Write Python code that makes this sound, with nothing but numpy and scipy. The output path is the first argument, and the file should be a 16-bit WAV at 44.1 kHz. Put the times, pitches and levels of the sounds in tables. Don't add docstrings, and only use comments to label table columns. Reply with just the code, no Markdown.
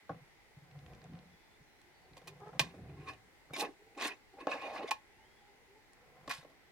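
import sys
import numpy as np
from scipy import signal
from scipy.fft import rfft, irfft
from scipy.io import wavfile

SR = 44100
rng = np.random.default_rng(int(sys.argv[2]) if len(sys.argv) > 2 else 0)


def volts_from_decibels(level):
    exponent = np.asarray(level, float) / 20
    return 10 ** exponent


def log_audio(samples):
    frames = np.atleast_2d(samples).T
    limited = np.clip(frames, -1, 1)
    pcm = np.round(limited * 32767).astype(np.int16)
    wavfile.write(sys.argv[1], SR, pcm)


N = 295911


def rms_one(x):
    return x / np.sqrt(np.mean(x ** 2) + 1e-20)


def band(x, low_hz, high_hz):
    return signal.sosfilt(signal.butter(2, [low_hz, high_hz], "band", fs=SR, output="sos"), x)


def drift(rate_hz):
    r = np.exp(-80 * np.pi * rate_hz / SR)
    noise = rng.standard_normal(N // 40 + 2002)
    slow = signal.lfilter([1], [1, -2 * r, r * r], noise)[2000:]
    return np.interp(np.arange(N) / 40, np.arange(len(slow)), rms_one(slow))


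def resonate(modes, force, wander_db, rate_hz):
    out = 0
    for k, (hz, width_hz, db) in enumerate(modes):
        r = np.exp(-np.pi * width_hz / SR)
        share = volts_from_decibels(db + wander_db * drift(rate_hz)) * (-1) ** k
        zeros = [(1 - r * r) / 2, 0, (r * r - 1) / 2]
        poles = [1, -2 * r * np.cos(2 * np.pi * hz / SR), r * r]
        out = out + signal.lfilter(zeros, poles, force * share + 1e-18)
    return out


def grains(per_s, spread_db):
    sizes = volts_from_decibels(spread_db * np.minimum(rng.exponential(1, N), 4)) * rng.choice([-1, 1], N)
    return sizes * (rng.random(N) < per_s / SR)


def levels_in_time(tables, fade_s=0.01):
    now, fade = np.arange(N) / SR, 0
    for rows in tables:
        inside_s = np.minimum(now - rows[0][0], rows[-1][0] - now)
        fade = fade + np.clip(inside_s / fade_s + 0.5, 0, 1)
    s, *columns = np.transpose([row for rows in tables for row in rows])
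    return np.minimum(fade, 1), [np.interp(now, s, c) for c in columns]


def gains_in_time(tables, fade_s=0.016):
    fade, columns_db = levels_in_time(tables, fade_s)
    return fade * volts_from_decibels(columns_db)


def tone(rows, harmonics_db, waver, flicker_db):
    s, hz, db = np.transpose(rows)
    pitch_hz = np.interp(np.arange(N) / SR, s, hz) * (1 + waver * drift(38.5))
    phase = 2 * np.pi * np.cumsum(pitch_hz) / SR
    wave = sum(volts_from_decibels(d) * np.sin((k + 1) * phase) for k, d in enumerate(harmonics_db))
    level = gains_in_time([np.transpose([s, db])])[0]
    return np.sqrt(2) * level * wave * volts_from_decibels(flicker_db * drift(55.0))


def glides(rows, harmonics_db, waver, flicker_db):
    edge_db = 2.5
    out = 0
    for s, length_s, first_hz, last_hz, db in rows:
        points = [(s, first_hz, db + edge_db), (s + length_s / 2, (first_hz + last_hz) / 2, db),
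                  (s + length_s, last_hz, db + edge_db)]
        out = out + tone(points, harmonics_db, waver, flicker_db)
    return out


# frequency in Hz, relative density in dB per Hz.
HUSH_SPECTRUM = [(20, -6.5), (50, -5), (90, -9), (200, -13), (420, -9.5), (600, -16), (830, -12),
                 (1150, -20.5), (1600, -15.5), (2100, -14), (2800, -20.5), (4300, -22.5), (7000, -29),
                 (16000, -36)]
# frequency in Hz, left-right correlation from -1 to 1.
LIKENESS = [(60, -0.18), (240, 0.33), (950, 0.55), (3770, -0.26), (15000, 0.042)]
# frequency in Hz, width in Hz, relative gain in dB.
HUSH_BANDS = [(800, 56, -0.43), (2043, 170, -0.57)]
HUSH_DB, HUSH_BANDS_DB = -65.5, -71.5


def hush():
    out, edges_hz = 0, 20 * 2 ** np.arange(0, 10, 1 / 4)
    white = rng.standard_normal((2, 2, N))
    level_hz, level_db = np.transpose(HUSH_SPECTRUM)
    alike_hz, likeness = np.transpose(LIKENESS)
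    for k, (low, high) in enumerate(zip(edges_hz, edges_hz[1:])):
        mid, side = band(white[k % 2], low, high)
        log_centre = np.log(low * high) / 2
        alike = np.clip(np.interp(log_centre, np.log(alike_hz), likeness), -1, 1)
        db = np.interp(log_centre, np.log(level_hz), level_db) + 0.9 * drift(3.0)
        stereo = np.sqrt(1 + alike) * mid + np.sqrt(1 - alike) * side * [[1], [-1]]
        out = out + volts_from_decibels(db) * stereo
    narrow = resonate(HUSH_BANDS, rng.standard_normal((2, N)), 0.88, 1.5)
    return volts_from_decibels(HUSH_DB) * rms_one(out) + volts_from_decibels(HUSH_BANDS_DB) * rms_one(narrow)


# start in seconds, length in seconds, first pitch in Hz, last pitch in Hz, level in dB.
BIRDS = [(1.32, .25, 3380, 3490, -83), (1.67, .15, 4090, 4060, -85), (1.94, .13, 4540, 4500, -84),
         (5.14, .12, 2640, 3050, -80), (5.24, .17, 3200, 3400, -81.5)]
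# start in seconds, length in seconds, first pitch in Hz, last pitch in Hz, level in dB.
HOOTS = [(1.82, 0.1, 344, 356, -76.5), (2.05, 0.091, 372, 369, -72.5), (2.27, 0.069, 374, 404, -63.5),
         (3.79, 0.15, 405, 476, -73.5), (3.78, 0.14, 800, 800, -76), (5.19, 0.064, 874, 870, -72),
         (5.25, 0.082, 370, 404, -78), (5.42, 0.092, 815, 834, -74), (5.49, 0.15, 392, 470, -74),
         (5.68, 0.11, 380, 433, -68.5), (5.75, 0.051, 875, 870, -73)]


def outside():
    return glides(BIRDS, [0], 0.007, 2.5) + glides(HOOTS, [0], 0.0113, 3.3)


def room(x):
    t60_s, wall_cut_hz = 0.24, 3400
    out, dull = np.zeros((2, N)), np.exp(-2 * np.pi * wall_cut_hz / SR)
    lags = (rng.uniform(0.0073, 0.026, 12) * SR).astype(int)
    for k, lag in enumerate(lags):
        loop, gain, state = x.copy(), volts_from_decibels(-60 * lag / SR / t60_s), [0.]
        for i in range(lag, N, lag):
            back, state = signal.lfilter([gain * (1 - dull)], [1, -dull], loop[i - lag:i], zi=state)
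            loop[i:i + lag] += back[:N - i]
        out[k % 2] += (loop - x) * (-1) ** (k // 2)
    return out


def scattered(x):
    decay_s, low_hz, level_db = 0.0042, 1510, -4.5
    after_s = np.arange(SR // 20) / SR
    echoes = rng.standard_normal(len(after_s)) * np.exp(-after_s / decay_s)
    echoes = echoes / np.sqrt(np.sum(echoes ** 2))
    treble = band(signal.fftconvolve(x, echoes)[:N], low_hz, 12000)
    return volts_from_decibels(level_db) * treble * [[1], [-1]]


def placed(jar):
    left_lag_s, left_db, shadow_hz = 2.6e-5, -1.8, 700
    table_echo_s, table_echo_db = (0.000617, 0.00047), -20
    turn = -2j * np.pi * np.fft.rfftfreq(N, 1 / SR)
    shadow = 1 / (1 + 2 * np.pi * shadow_hz / (np.abs(turn) + 1))
    direct = volts_from_decibels(np.outer([left_db / 2, -left_db / 2], shadow)) * np.exp(np.outer([left_lag_s, 0], turn))
    echo = volts_from_decibels(table_echo_db) * np.exp(np.outer(table_echo_s, turn))
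    return irfft(rfft(jar) * (direct + echo), N)


# start in seconds, length in seconds, first pitch in Hz, last pitch in Hz, level in dB.
SQUEAKS = [(2.4, 0.053, 400, 444, -58.5), (2.422, 0.033, 429, 401, -53), (2.463, 0.035, 420, 435, -49)]
# level in dB, from the fundamental up.
SQUEAK_HARMONICS_DB = [-5, -7, -13.5, -25.5]


def squeaks():
    return glides(SQUEAKS, SQUEAK_HARMONICS_DB, 0.04, 3.9)


# peak time in seconds, pitch in Hz, level in dB.
POPS = [(4.845, 450.6, -31.5), (4.89, 730, -38), (4.917, 875, -26.5)]


def pops():
    rise_s, fall_s, glide, edge_db = 0.0029, 0.0096, 0.029, -14.5
    out = 0
    for s, hz, db in POPS:
        points = [(s - rise_s, hz * (1 - glide), db + edge_db), (s, hz, db),
                  (s + fall_s, hz * (1 + glide), db + edge_db)]
        out = out + tone(points, [0], 0.035, 2.6)
    return out


# start in seconds, length in seconds, lowest mode in Hz, starting level in dB.
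SQUEALS = [(3.535, 0.023, 2285, -45), (3.552, 0.014, 2200, -47), (3.975, 0.022, 2420, -56.5),
           (4.877, 0.02, 2170, -47)]
# multiple of the lowest mode, width relative to the mode's frequency, gain in dB.
RIM = [(1.0, 0.048, 5), (1.62, 0.03, -1.5), (2.25, 0.05, -10), (3.05, 0.05, -16)]


def squeals():
    out = 0
    for s, length_s, hz, db in SQUEALS:
        slips = rng.standard_normal(N)
        modes = [(hz * times, hz * times * width, d) for times, width, d in RIM]
        level = gains_in_time([[(s, db), (s + length_s, db - 4.0)]], fade_s=0.0035)[0]
        out = out + level * rms_one(resonate(modes, slips, 1.9, 25))
    return out


# frequency in Hz, width in Hz, gain in dB.
LID = [(1078, 30.3, 8.5), (1260, 147, -6.5), (1440, 130, -17.5), (1713, 23, 3.5), (1890, 120, -9),
       (2240, 110, -6.5), (2455, 52, 2), (2616, 54, -1.5), (2844, 39, -3), (2990, 59, -18),
       (3840, 77, -19.5), (4370, 35, -18), (5210, 170, -16), (5980, 49, -17.5)]
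GRIPPED_S, GRIP_WIDENS = 2.7, 2.2
LAID_S, LAID_DB = 5.5, -8


def lid_modes(force, wander_db, count):
    now_s = np.arange(N) / SR
    gripped = [(hz, width * GRIP_WIDENS, db - 20 * np.log10(GRIP_WIDENS)) for hz, width, db in LID[:count]]
    held_force = force * (now_s < GRIPPED_S)
    free_force = force * (now_s >= GRIPPED_S) * volts_from_decibels(LAID_DB * (now_s > LAID_S))
    return resonate(gripped, held_force, wander_db, 11) + resonate(LID[:count], free_force, wander_db, 17.7)


def lid(force):
    modes = band(lid_modes(force, 3.0, count=len(LID)), 700, 7000)
    clatter = band(band(force, 800, 5000), 600, 6500)
    return modes + volts_from_decibels(-7.0) * clatter


def grit_band(force):
    return band(band(force, 6400, 16100), 6600, 16400)


# time in seconds, snap peak in dB, colour of the snap in Hz.
TICKS = [(0.7124, -53, 4240), (0.79, -53, 4300), (0.863, -49, 2900), (0.9348, -55, 3940),
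         (0.9493, -56, 6600), (1.0175, -50.5, 3630), (1.041, -52, 6100), (1.135, -55, 2970),
         (1.1528, -54, 2770), (1.1901, -53.5, 3970), (1.816, -54, 7160), (2.134, -54, 4000),
         (2.403, -59, 8000), (2.482, -56.5, 8000), (5.933, -54, 9000)]


def ticks():
    out, snaps, after_s = np.zeros(N), np.zeros(N), np.arange(SR // 50) / SR
    for s, db, hz in TICKS:
        burst = rng.standard_normal(len(after_s)) * np.exp(-after_s / 0.0011)
        snap = band(band(burst, hz / 2.3, hz * 1.3), hz / 3.1, hz * 1.4)
        i = round(s * SR)
        out[i:i + len(after_s)] += volts_from_decibels(db) * snap / np.max(np.abs(snap))
        snaps[i] = volts_from_decibels(db)
    return out + volts_from_decibels(21.0) * lid(snaps)


# time in seconds, jar hum in dB, creak level in dB.
HANDLING = [
    [(0.11, -54, -53.5), (0.24, -67.5, -76)],
    [(0.55, -65, -93), (0.66, -64, -81), (0.76, -60.5, -60.5), (0.81, -62.5, -69.5), (0.92, -57, -60),
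     (1.0, -64, -67), (1.05, -62, -58.5), (1.1, -57, -69.5), (1.2, -58.5, -58.5), (1.35, -69, -96)],
    [(2.0, -72, -73), (2.356, -61, -69), (2.45, -63, -63), (2.51, -59, -57.5), (2.58, -53.5, -55)],
    [(2.62, -55, -63), (2.75, -58, -79), (2.886, -53.5, -67), (3.3, -73.5, -76)],
    [(5.97, -80, -70.5), (6.282, -66, -63.5), (6.55, -82, -85)],
]
# time in seconds, push size in dB.
JOLTS = [(0.098, -40.5), (0.566, -49.5), (0.619, -56), (0.717, -58), (0.764, -49), (0.821, -53),
         (0.905, -48), (1.046, -47.5), (1.135, -52), (1.176, -58), (1.602, -60), (2.411, -56), (2.553, -52),
         (2.602, -38.5), (2.81, -51), (2.886, -70), (2.943, -53), (2.988, -61), (3.046, -61), (3.502, -49),
         (3.535, -60), (6.278, -55.5), (6.377, -54)]
# frequency in Hz, width in Hz, gain in dB.
JAR = [(90.5, 85, -9.5), (143.5, 22, -3), (169.5, 34.5, -11.5), (45.2, 133, -16.5)]
# frequency in Hz, width in Hz, gain in dB.
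CREAK = [(491, 35, 3), (746, 43, 6), (1027, 37, -3)]


def handling():
    tremor, creaking = gains_in_time(HANDLING)
    hum = tremor * rms_one(resonate(JAR, band(grains(270, 0.43), 25, 340), 4.7, 2.4))
    pushes = np.zeros(N)
    for s, db in JOLTS:
        pushes[round(s * SR)] = volts_from_decibels(db) * rng.choice([-1, 1])
    soft = band(pushes, 45, 430)
    jolts = resonate(JAR, soft, 2.0, 0.5) * SR / (np.pi * JAR[1][1])
    slips = grains(500, 0.89) * volts_from_decibels(2.0 * drift(18))
    voiced = resonate(CREAK, slips, 2.5, 11.4)
    rustle = band(slips, 180, 1430)
    creak = rms_one(voiced) + volts_from_decibels(-6) * rms_one(rustle)
    return hum + jolts + creaking * rms_one(creak)


# frequency in Hz, width in Hz, gain in dB.
GLASS = [(289, 69, 3), (420, 123, 4), (525, 160, 8.5), (704, 137, 6.5), (805, 68, 10.5), (806, 710, -9)]


def struck_glass(force):
    thud_db = -8
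    return band(resonate(GLASS, force, 0.69, 1.0) + volts_from_decibels(thud_db) * force, 220, 1090)


def dead_knock(force):
    dull = band(band(band(force, 740, 1770), 720, 1800), 560, 1760)
    return dull + volts_from_decibels(3.0) * resonate(LID[:2], force, 0.22, 4.7)


# time in seconds, nominal lid ring peak in dB, nominal glass peak in dB,
# contact decay constant in ms, bright crack over the lid ring in dB.
BLOWS = [(0.094, -59, -28, 7.6, -19), (2.1692, -39, -50, 3, -18), (2.1786, -40.5, -57, 3, -17),
         (2.218, -53, -50, 1.1, -20), (2.2733, -36, -46, 8, -11), (2.279, -31.5, -56, 9.2, -15),
         (2.5313, -84, -43.5, 6.8, -18), (2.5949, -9.5, -27, 0.23, -16.5), (2.5974, -11, -33, 5.8, -24),
         (2.613, -21.5, -55, 3.6, -20), (2.7401, -70, -47, 10, -17), (3.1349, -44, -57, 3.1, -26),
         (3.4983, -90, -49, 1.1, -18), (3.5067, -94, -38, 1.8, -18), (3.5347, -40.5, -45, 15, -3),
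         (3.565, -26, -46, 2.7, -20), (3.5969, -25.5, -50, 8, -8), (3.6215, -32, -28, 18, -6.5),
         (3.9741, -45, -41, 13, -21), (4.0067, -34, -43, 3.5, -27), (4.0113, -24, -43, 3.4, -28),
         (4.4703, -34, -20, 0.24, -25), (4.5159, -29, -35, 2.7, -34), (4.535, -37, -32.5, 43, -19),
         (4.9098, -17.5, -34, 2.5, -15.5), (4.9144, -22.5, -40.5, 3, -23), (6.2772, -32.5, -34.5, 5.2, -22),
         (6.2951, -27, -41, 8.6, -14), (6.3106, -20, -51, 24, -19), (6.4285, -54, -52, 7.3, -16),
         (6.4478, -53, -43.5, 1.6, -18), (6.4983, -51, -52.5, 20, -18)]


def blows():
    knock_offset_db, knock_lid_share = -3, 0.077
    rattle_db, rattle_s, crunch_s = -16, 0.023, 0.0084
    length = SR // 4
    after_s = np.arange(length) / SR
    bodies = [lid, struck_glass, grit_band, dead_knock]
    force = np.zeros((4, N + length))
    impulse = np.eye(1, N)[0]
    unit_peaks = [np.max(np.abs(signal.hilbert(body(impulse)[:length]))) for body in bodies]
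    for s, lid_db, glass_db, contact_ms, crack_db in BLOWS:
        noise = rng.standard_normal(length)
        knock_db = knock_offset_db + knock_lid_share * lid_db + (1 - knock_lid_share) * glass_db
        peak_db = np.array([lid_db, glass_db, lid_db + crack_db, knock_db])
        burst = noise * np.exp(-after_s / (contact_ms / 1000))
        burst += volts_from_decibels(rattle_db) * noise * np.exp(-after_s / rattle_s)
        burst[0] += 9.0
        burst = burst / np.sqrt(np.sum(burst ** 2))
        crunch = 0.21 * noise * np.exp(-after_s / crunch_s)
        i = round(s * SR)
        force[:, i:i + length] += volts_from_decibels(peak_db)[:, None] * burst
        force[2, i:i + length] += volts_from_decibels(peak_db[2]) * crunch
    return sum(body(f[:N]) / peak for body, f, peak in zip(bodies, force, unit_peaks))


# time in seconds,
# pressure as reference level of the glass rub in dB, freedom as lid ring over that in dB,
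# slip as rasp over that in dB.
TURNS = [
    [(2.63, -55, -6, -10), (2.694, -66.5, 3.5, -6), (2.8, -56.5, -26, -30), (2.806, -67, -16, -24),
     (2.86, -58.5, -24, -35), (2.898, -60, -5.5, -22), (2.918, -60.5, -28, -33), (2.994, -57, -8, -24),
     (3.056, -62, -5, -15), (3.092, -51, 3, -8.5), (3.19, -73, -13, -18)],
    [(3.528, -63, -10, -14), (3.536, -43.5, -15, -17), (3.55, -70, 2, 8), (3.564, -56, 10, -1),
     (3.586, -45, -10, -3.5), (3.61, -45, 1, 7.5), (3.63, -38, -8.5, -19), (3.656, -45, -4, -17),
     (3.694, -48.5, -21, -26), (3.726, -73, -16, -8), (3.74, -71, 2, -11)],
    [(3.95, -59, -8, -12), (3.962, -65, -24, -30), (3.974, -45.5, -23, -21), (3.986, -53.5, 6, -8.5),
     (4.042, -45.5, 5, 6.5), (4.062, -43, 4.5, -2), (4.072, -50, 5, 10.5), (4.114, -56, 7.5, -13),
     (4.124, -54.5, 8.5, -17), (4.174, -70, -23, -10), (4.18, -70, -6, -14)],
    [(4.325, -79, -1, -22), (4.337, -58, -25, -18), (4.349, -57, -26, -31), (4.369, -69, -24, -18),
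     (4.385, -54.5, -15, -29), (4.411, -54, 1, -12), (4.433, -47, -17, -35), (4.443, -61, -3, -22),
     (4.461, -52, -15, -23), (4.465, -54, -22, -29)],
    [(4.48, -40, -7, -27), (4.51, -42.5, -12, -12), (4.52, -45, 9, -14), (4.532, -42, -1.5, -15),
     (4.566, -45, -9, -17), (4.576, -49, 0, -13), (4.608, -51.5, -2.5, -15), (4.616, -50, 0.5, -12),
     (4.652, -39.5, -9.5, -19), (4.69, -43.5, -8.5, -18), (4.718, -45.5, -11, -18),
     (4.75, -42.5, -10.5, -15.5), (4.764, -44, -1, -13.5), (4.822, -36.5, -18.5, -29.5),
     (4.834, -38.5, -13.5, -23), (4.848, -48, -6, -18), (4.864, -49.5, -6.5, -19), (4.878, -60.5, 5, 0.5),
     (4.896, -50, -9, -10), (4.905, -42, -11, -38)],
    [(6.3, -50.5, 11, -5), (6.314, -54.5, 20, 3), (6.326, -58, 7, -6), (6.34, -67.5, 17.5, 14),
     (6.4, -69.5, 9.5, 3), (6.418, -79.5, 21, 10), (6.428, -65, -5, -8), (6.44, -63, 1, -6)],
]
RASP_EDGES_HZ = [2770, 4020, 4930, 5340, 6760, 8860, 11900]
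UPPER_RUB_DB, LOWER_RUB_DB = -2.5, -2.5
HISS_AT_ZERO_SLIP_DB, HISS_DB_PER_SLIP_DB = -13.5, 1.25
RASP_STEP_DB, RASP_WANDER_DB = -1.5, 2.9
LIFTED_S, LIFTED_HISS_DB, LIFTED_LOSS_DB = 4.47, 9.5, -10
LIFTED_STEP_DB, LIFTED_CUT_HZ = -3, 10800


def rasp_zones(grit, loose):
    out, step_db = 0, RASP_STEP_DB + LIFTED_STEP_DB * loose
    for k, (low, high) in enumerate(zip(RASP_EDGES_HZ, RASP_EDGES_HZ[1:])):
        level = volts_from_decibels(step_db * k + RASP_WANDER_DB * drift(27))
        out = out + band(grit, low, high) * level * (-1) ** k
    return out


def turns():
    fade, (pressure_db, freedom_db, slip_db) = levels_in_time(TURNS, fade_s=0.0036)
    loose = np.arange(N) > LIFTED_S * SR
    ring_gain = fade * volts_from_decibels(pressure_db + freedom_db)
    rasp_gain = fade * volts_from_decibels(pressure_db + slip_db)
    hiss_db = HISS_AT_ZERO_SLIP_DB + HISS_DB_PER_SLIP_DB * slip_db + LIFTED_HISS_DB * loose
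    hiss_gain = fade * volts_from_decibels(pressure_db + hiss_db)
    upper_gain = fade * volts_from_decibels(pressure_db + UPPER_RUB_DB + 1.7 * drift(23.0))
    lower_gain = fade * volts_from_decibels(pressure_db + LOWER_RUB_DB + LIFTED_LOSS_DB * loose + 1.7 * drift(23.0))

    catch = volts_from_decibels(np.where(loose, 1.0, 1.5) * drift(80))
    grit = catch * grains(6000, 2.0)
    drag = np.sqrt(catch) * band(grains(2500, 1.32), 95, 2200)
    upper_rub = upper_gain * rms_one(resonate(GLASS[2:], drag, 2.3, 8.6))
    lower_rub = lower_gain * rms_one(resonate(GLASS[:2], drag, 1.0, 4.6))
    ring = rms_one(lid_modes(grit, 3.2, count=9)) + volts_from_decibels(-5.5) * rms_one(band(grit, 780, 2300))
    upper_modes = resonate(LID[9:], grit, 3.0, 18)
    rasp = rms_one(rasp_zones(grit, loose)) + volts_from_decibels(-3) * rms_one(upper_modes)
    bright = grit_band(grit)
    hiss = np.where(loose, band(bright, 3800, LIFTED_CUT_HZ), bright)
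    return (ring_gain * rms_one(ring) + upper_rub + lower_rub
            + hiss_gain * rms_one(hiss) + rasp_gain * rms_one(rasp))


def scene():
    room_db = -21
    jar = turns() + handling() + blows() + ticks() + squeaks() + pops() + squeals()
    return placed(jar) + scattered(jar) + volts_from_decibels(room_db) * room(jar) + outside() + hush()


def roll_off(x):
    return signal.sosfilt(signal.butter(12, 16500, fs=SR, output="sos"), x)


def record(dry):
    return roll_off(dry)


dry = scene()
out = record(dry)
log_audio(out)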